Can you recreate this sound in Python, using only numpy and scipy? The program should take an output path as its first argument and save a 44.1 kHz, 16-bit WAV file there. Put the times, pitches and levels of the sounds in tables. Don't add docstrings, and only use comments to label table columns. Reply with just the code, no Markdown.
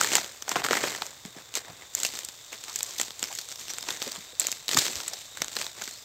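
import sys
import numpy as np
from scipy import signal
from scipy.fft import rfft, irfft
from scipy.io import wavfile
from scipy.ndimage import uniform_filter1d

SR = 44100
rng = np.random.default_rng(int(sys.argv[2]) if len(sys.argv) > 2 else 0)


def output_pcm(signal):
    pcm = np.clip(np.atleast_2d(signal).T, -1, 1) * 32767
    wavfile.write(sys.argv[1], SR, np.round(pcm).astype(np.int16))


N = 266760
TIME = np.arange(N) / SR


def gain(db):
    return 10 ** (np.asarray(db) / 20)


def rms(x):
    return np.sqrt(np.mean(x ** 2) + 1e-18)


def band(x, low_hz, high_hz, order=3):
    return signal.sosfilt(signal.butter(order, [low_hz, high_hz], "band", fs=SR, output="sos"), x)


def tone_filter(points, size=2048):
    hz, db = np.transpose(points)
    grid_hz = np.maximum(np.fft.rfftfreq(size, 1 / SR), 1)
    curve_db = np.interp(np.log(grid_hz), np.log(hz), db)
    cepstrum = irfft(np.log(gain(curve_db)))
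    cepstrum[1:size // 2] *= 2
    cepstrum[size // 2 + 1:] = 0
    return irfft(np.exp(rfft(cepstrum)))


def through(x, answer):
    return signal.fftconvolve(x, answer)[:len(x)]


def add(out, start_s, x):
    start = int(start_s * SR)
    out[start:start + len(x)] += x[:max(N - start, 0)]


def ring(x, hz, q):
    return signal.lfilter(*signal.iirpeak(hz, q, fs=SR), x)


def rasp(hz, width_hz):
    smoothing = signal.butter(2, width_hz / 2, fs=SR, output="sos")
    wobble = signal.sosfilt(smoothing, rng.standard_normal((2, len(hz))))
    phase = 2 * np.pi * np.cumsum(hz) / SR
    return (wobble[0] * np.cos(phase) + wobble[1] * np.sin(phase)) / rms(wobble)


def night(level_db=-55):
    # frequency in Hz, relative level in dB.
    background_tone = [(25, -37), (45, 0), (75, 4.5), (120, 6.5), (220, -10), (500, -0.5), (1200, -1.5),
                       (2900, -7.5), (4300, -5.5), (7200, -2.5), (8200, -12), (10000, -18), (13000, -13),
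                       (15500, -10)]
    noise = through(rng.standard_normal(N), tone_filter(background_tone, size=8192))
    return gain(level_db) * noise / rms(noise)


def insects(width_hz=360, octave_db=-4):
    # time in seconds, level in dB, pitch in Hz.
    chorus = [(0, -62, 3620), (1.6, -57.5, 3645), (2.6, -56, 3624), (3.2, -58.5, 3700),
              (3.901, -50.5, 3610), (4.4, -56.5, 3780), (5.302, -53.5, 3760), (6.05, -59, 3660)]
    times, levels, pitches = np.transpose(chorus)
    db = np.interp(TIME, times, levels)
    hz = np.interp(TIME, times, pitches)
    return gain(db) * (rasp(hz, width_hz) + gain(octave_db) * rasp(2 * hz, 2 * width_hz))


def pressure(trailing_db=-53.5, trailing_stalk_db=-66, fall_shape=1.1):
    # time of hardest press in seconds, leaf level
    # in dB, rise in seconds, fall in seconds, stalk level in dB compared with the leaves.
    pushes = [(.019, -31, 0.068, 0.16, -5.5), (.158, -27.5, 0.046, .042, -5),
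              (.519, -32, 0.024, 0.018, -2.5), (.562, -33, 0.0083, 0.041, 3.5),
              (0.646, -31, 0.0058, 0.025, -0.5), (.728, -32, 0.03, 0.15, -1), (0.839, -33, 0.012, .1, -2.5),
              (1.02, -42, 0.0066, 0.082, -6), (1.253, -46, .005, 0.035, -4.5),
              (1.389, -49.5, 0.041, 0.031, 1.5), (1.569, -29, 0.013, 0.017, -7),
              (1.695, -53, 0.18, 0.062, 3), (1.836, -52, 0.055, 0.024, 3.5), (1.976, -37, 0.027, 0.22, -10),
              (2.056, -30, 0.0045, 0.02, -16), (2.172, -40.5, 0.035, 0.049, -9.5),
              (2.53, -38, 0.0058, 0.018, -3), (2.785, -41, 0.22, .067, -12), (2.884, -40.5, 0.082, .2, -11),
              (3.005, -34.5, 0.019, 0.053, -11), (3.237, -40.5, 0.042, 0.096, -7.5),
              (3.39, -40.5, 0.11, 0.076, -16), (3.504, -41.5, 0.019, .07, -15),
              (3.595, -39, 0.0077, 0.057, -10.5), (3.692, -42.5, 0.028, 0.28, -9),
              (3.91, -37.5, 0.052, 0.066, -5), (4.017, -39, .012, 0.2, -7.5),
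              (4.407, -34, 0.0084, 0.125, -11.5), (4.712, -31.5, 0.016, 0.095, -9),
              (4.775, -26, 0.01, 0.098, -10.5), (4.97, -38.5, 0.06, 0.18, -8),
              (5.19, -44.5, .06, 0.088, -19), (5.424, -43.5, 0.066, .05, -4.5),
              (5.62, -36, 0.1, 0.064, -8.5), (5.784, -45.5, 0.027, 0.076, -3),
              (5.86, -42.5, 0.054, 0.15, -13)]
    leaf_power, stalk_power = gain(trailing_db) ** 2, gain(trailing_stalk_db) ** 2
    for peak_s, db, rise_s, fall_s, stalk_db in pushes:
        from_peak = np.maximum((peak_s - TIME) / rise_s, (TIME - peak_s) / fall_s)
        swell = np.exp(-np.minimum(from_peak, 10) ** fall_shape)
        power = (gain(db) * swell) ** 2
        leaf_power += power
        stalk_power += power * gain(stalk_db) ** 2
    return 10 * np.log10(leaf_power), 10 * np.log10(stalk_power)


def fracture(length_ms, click, scatter_db, scatter_ms, size=2048):
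    ms = 1000 * np.arange(size) / SR
    fade = np.exp(-ms / length_ms) + gain(scatter_db) * np.exp(-ms / scatter_ms)
    burst = rng.standard_normal(size) * fade
    burst[0] = click * rng.choice([-1, 1])
    return burst


def crackle(breaks_per_s, spread_db=4.5, grain_ms=0.75, ring_db=6, pitches=14):
    out = np.zeros(N)
    for hz in np.geomspace(450, 7500, pitches):
        breaks = rng.random(N) < breaks_per_s / pitches / SR
        sizes = gain(spread_db * np.minimum(rng.exponential(size=N), 3.8))
        signs = rng.choice([-1, 1], N)
        length_ms = grain_ms * np.exp(0.45 * rng.standard_normal())
        leaf = fracture(length_ms, click=3.4, scatter_db=-10.5, scatter_ms=6)
        leaf += gain(ring_db) * ring(leaf, hz, q=4)
        out += through(breaks * sizes * signs, leaf / rms(leaf))
    return out


def even(x, span_s=0.035):
    size = int(span_s * SR)
    power = uniform_filter1d(uniform_filter1d(x ** 2, size), size)
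    return x / np.sqrt(power + 1e-12)


def rustle(colour, leaf_db, stalk_db):
    breaks_per_s = 1200 * gain(0.35 * (leaf_db + 42.5))
    grains = even(crackle(breaks_per_s))
    sliding = gain(-6.5) * rng.standard_normal(N)
    sound = through(grains + sliding, colour)
    leaves = gain(leaf_db) * even(band(sound, 2960, 15000))
    stalks = gain(stalk_db) * even(band(sound, 604, 2250))
    litter = gain(stalk_db - 6) * even(band(sound, 97, 569))
    softening = 1 / np.sqrt(1 + gain(2 * (-57 - leaf_db)))
    return softening * (leaves + stalks + litter)


def snap(colour, body_db, length_ms, ring_hz, ring_db=11, onset_samples=240):
    burst = fracture(length_ms, click=3, scatter_db=-21, scatter_ms=5)
    burst = through(burst, colour)
    burst += gain(ring_db) * ring(burst, ring_hz, q=4.1 * (ring_hz / 2000) ** 0.25)
    crack_db = 3 + 0.62 * body_db
    sparkle_db = -13 + 0.18 * max(-15 - body_db, 0)
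    # low and high edge in Hz, dB compared with the tick.
    parts = [(178, 1040, body_db), (1263, 3620, crack_db), (3950, 10200, 0), (10340, 15500, sparkle_db)]
    sound = 0
    for low_hz, high_hz, part_db in parts:
        part = band(burst, low_hz, high_hz, order=4)
        sound += gain(part_db) * part / rms(part[:onset_samples])
    return sound / rms(sound[:onset_samples])


def loud_snaps(colour):
    # start in seconds, level in dB, woody body in dB compared with the high tick,
    # fade time of the break in milliseconds, ringing pitch in Hz.
    breaks = [(.012, -16, -8, 0.47, 1450), (0.025, -31, -11, 2, 1200), (0.034, -24.5, -15, 4, 8700),
              (0.0452, -22.5, -4, 1.7, 1660), (0.072, -30, -11, .5, 7100), (0.1183, -26.5, 0, 0.37, 2800),
              (.133, -24, -7, .9, 7600), (0.1538, -13, -14, 0.25, 7900), (0.1595, -29, -5, 1.8, 7100),
              (.168, -23, -26, 1.7, 6700), (0.1823, -25, 4, 0.93, 700), (0.423, -32, -15, 2.2, 5800),
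              (0.4794, -32, 5, 3.1, 670), (0.4926, -24.5, -25, 0.63, 6700), (0.515, -27, 0, 2.9, 1200),
              (0.5573, -21.5, 15, 1.1, 780), (0.567, -27.5, 15, 1.5, 1210), (.619, -32.5, 17, 1.3, 700),
              (0.6409, -26.5, -6, 1.1, 1570), (.647, -26.5, 6, 2.2, 1490), (0.664, -25, -3, 2, 1290),
              (0.6861, -26.5, 1, .7, 1390), (0.7093, -20, 6, 2.1, 485), (0.7316, -19, 4.5, 0.48, 1270),
              (0.7533, -27, 6, 1.5, 1900), (0.7705, -23, -1, 2.6, 2040), (0.8375, -23.5, 9, 6.1, 487),
              (.949, -33.5, -4, 1.5, 2000), (1.0206, -26, 3, 0.88, 820), (1.0657, -36.5, -26, .3, 6660),
              (1.2512, -40, -6, 1, 3170), (1.5399, -35, -11.5, 1.6, 2930), (1.5533, -24.5, -20, 1.6, 6500),
              (1.9504, -20.5, -36, 0.79, 7240), (2.0014, -30.5, -21, 1.1, 7000),
              (2.033, -22, -22, 0.93, 7500), (2.0495, -21.5, -11, 3.2, 2710),
              (2.0653, -30, -32, 0.33, 6600), (2.1532, -35, -12, 0.92, 6200),
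              (2.1897, -31.5, -16, 0.46, 6600), (2.2484, -32, -39.5, 0.49, 7800),
              (2.287, -34.5, -15, 1.3, 7700), (2.6384, -36, -14.5, 2.2, 7300),
              (2.6815, -38.5, -5, 2.3, 5360), (2.7587, -24.5, -26, 2, 6900), (2.7893, -31, -27, 1.5, 7850),
              (2.807, -31, -10, 0.45, 2280), (2.8302, -23, -36, 0.74, 6300), (2.9834, -32, -35, 1, 6600),
              (2.998, -24, -7.5, 1.5, 7800), (3.0136, -21.5, -18, 0.9, 7400),
              (3.1065, -37, -6.5, 0.33, 3400), (3.2276, -23.5, -11.5, 1.6, 7240),
              (3.2397, -28, -15.5, 0.53, 5700), (3.3266, -35, -11, 3.5, 7400), (3.351, -33, -28, 3.4, 7300),
              (3.3875, -29.5, -17, 3.5, 4530), (3.524, -37, -18, .8, 5600), (3.6821, -36.5, -11, .8, 3100),
              (3.7012, -32.5, -15, 5.8, 5940), (3.7843, -30.5, -12.5, 0.27, 7600),
              (3.8269, -34.5, -13, .8, 3850), (3.8866, -27, -1, 2.5, 6900), (3.9051, -27, -12, 1.2, 3600),
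              (4.019, -28, -6, .6, 4580), (4.0254, -29.5, -16, 1.1, 6100), (4.0768, -34, -13, 2.3, 494),
              (4.1186, -32.5, -34, .6, 4540), (4.3972, -17, -36, 1.1, 7700),
              (4.4024, -27.5, -34, .77, 7360), (4.449, -38, 11, 1.1, 596), (4.469, -21.5, -26, 0.62, 6900),
              (4.5168, -26, -25.5, 1.6, 6500), (4.5255, -29.5, -14, 1.3, 2470),
              (4.6812, -25.5, -20, 1.4, 4100), (4.6908, -24.5, -9, 1.6, 3420),
              (4.7134, -26.5, -11, 0.9, 3260), (4.732, -25.5, -10, 3.4, 6500),
              (4.7456, -22.5, -21, 0.9, 3870), (4.7693, -20, 3, 1.3, 1070), (4.773, -16, -11, 0.77, 7000),
              (4.7874, -17, -22, 3.2, 3840), (4.854, -26.5, -11, 3.7, 6460),
              (4.8652, -27.5, -7, 0.96, 3270), (4.881, -30, -10, 1, 5890), (4.9555, -30.5, -21, 0.79, 5100),
              (5.003, -32, -7, 1, 2760), (5.0795, -26, -23, 3.7, 7700), (5.134, -31.5, -19, 5.2, 5360),
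              (5.372, -34.5, -8, 2.7, 1740), (5.4191, -21.5, -8.5, 0.79, 5600),
              (5.445, -32, -12, 0.26, 6600), (5.4823, -34, -11, .3, 6700), (5.5661, -25, -6.5, 2.7, 4460),
              (5.6141, -27.5, -7, 1, 2500), (5.6659, -32.5, -3.5, .5, 3556), (5.819, -30.5, -8, 4.4, 7000),
              (5.8381, -33.5, -26, 3.6, 3420), (5.8768, -34, -8.5, 2.3, 1490)]
    out = np.zeros(N)
    for start_s, db, body_db, length_ms, ring_hz in breaks:
        add(out, start_s, gain(db) * snap(colour, body_db, length_ms, ring_hz))
    return out


def small_twigs(colour, leaf_db, stalk_db, tries_per_s=14, breaking_db=-47, count=200):
    out = np.zeros(N)
    try_chance = tries_per_s * N / SR / count
    draws, variations = rng.random((count, 3)), rng.standard_normal((count, 2))
    for (when, luck, pitch), (strength, wood) in zip(draws, variations):
        i = int(when * N)
        if luck < try_chance and leaf_db[i] > breaking_db:
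            db = -40.5 + 0.46 * (leaf_db[i] - breaking_db) + 2.5 * strength
            body_db = -5 + stalk_db[i] - leaf_db[i] + 6 * wood
            twig = snap(colour, body_db, length_ms=1, ring_hz=2500 + 5300 * pitch)
            add(out, TIME[i], gain(db) * twig)
    return out


def thuds(rise_cycles=0.97, sag=0.15, grit=0.69, settle_s=0.019, trim_db=-2, size=4096):
    # start in seconds, level in dB before the trim, pitch in Hz.
    landings = [(0.149, -34, 208), (0.559, -29.5, 336), (0.707, -23, 356), (0.836, -28, 397),
                (1.251, -36, 202), (1.364, -41.5, 274), (1.693, -39.5, 156), (2.134, -45, 261),
                (4.068, -33, 360), (4.178, -40.5, 179), (4.751, -25, 257), (4.771, -31.5, 140),
                (4.888, -33.5, 394), (4.952, -41, 91.5), (5.402, -40.5, 123), (5.594, -44, 403)]
    out, t = np.zeros(N), np.arange(size) / SR
    for start_s, db, hz in landings:
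        sinking_hz = hz * (1 + sag * (2 * np.exp(-t / 0.013) - 1))
        phase = 2 * np.pi * np.cumsum(sinking_hz) / SR
        age = t * hz / rise_cycles
        thump = age ** 2 * np.exp(2 * (1 - age)) * np.sin(phase)
        soil = band(rng.standard_normal(size), 0.52 * hz, 1.53 * hz, order=2)
        settling = (1 - np.exp(-age)) * np.exp(-t / settle_s) * soil / rms(soil)
        add(out, start_s, gain(db + trim_db) * (thump + grit * settling))
    return out


def scuffs():
    # start in seconds, length in seconds, middle frequency in Hz, level in dB.
    slides = [(1.338, 0.037, 800, -56), (1.658, 0.076, 810, -48), (2.645, 0.095, 1090, -47.5),
              (3.282, 0.06, 900, -45.5), (4.055, 0.036, 450, -40), (4.121, 0.078, 960, -50),
              (4.325, 0.022, 447, -49), (5.099, 0.067, 636, -48)]
    out = np.zeros(N)
    for start_s, length_s, hz, db in slides:
        size = int(length_s * SR)
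        spiky_noise = rng.standard_normal(size) ** 3
        grit = band(spiky_noise, 0.73 * hz, 1.27 * hz, order=2)
        add(out, start_s, gain(db) * np.hanning(size) * grit / rms(grit))
    return out


def grass_scrapes(width_hz=420):
    # start in seconds, length in seconds, first and last pitch in Hz, level in dB.
    blades = [(2.35, 0.21, 6300, 6400, -66), (2.511, 0.042, 2830, 2070, -49),
              (3.687, 0.036, 5600, 6000, -36.5), (5.89, 0.089, 4100, 4530, -49),
              (5.937, 0.12, 5150, 4900, -55)]
    out = np.zeros(N)
    for start_s, length_s, first_hz, last_hz, db in blades:
        size = int(length_s * SR)
        glide = rasp(np.linspace(first_hz, last_hz, size), width_hz)
        add(out, start_s, gain(db) * np.sqrt(np.hanning(size)) * glide)
    return out


def scene():
    # frequency in Hz, boost or cut in dB.
    dry_tone = [(60, -6), (150, -6), (400, -2.5), (1400, 1), (2600, 0), (3700, 0), (5000, 0), (6300, 2),
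                (7700, 3.5), (8600, -4.5), (10200, -18), (12400, -8), (15500, -10)]
    colour = tone_filter(dry_tone)
    leaf_db, stalk_db = pressure()
    brush = rustle(colour, leaf_db, stalk_db) + loud_snaps(colour)
    brush += small_twigs(colour, leaf_db, stalk_db) + grass_scrapes()
    feet = thuds() + scuffs()
    return (brush + feet + insects() + night())[None]


def record(dry, top_hz=15600):
    rounded = np.tanh(0.98 * dry) / 0.93
    return signal.sosfilt(signal.ellip(8, 0.2, 70, top_hz, fs=SR, output="sos"), rounded)


dry = scene()
out = record(dry)
output_pcm(out)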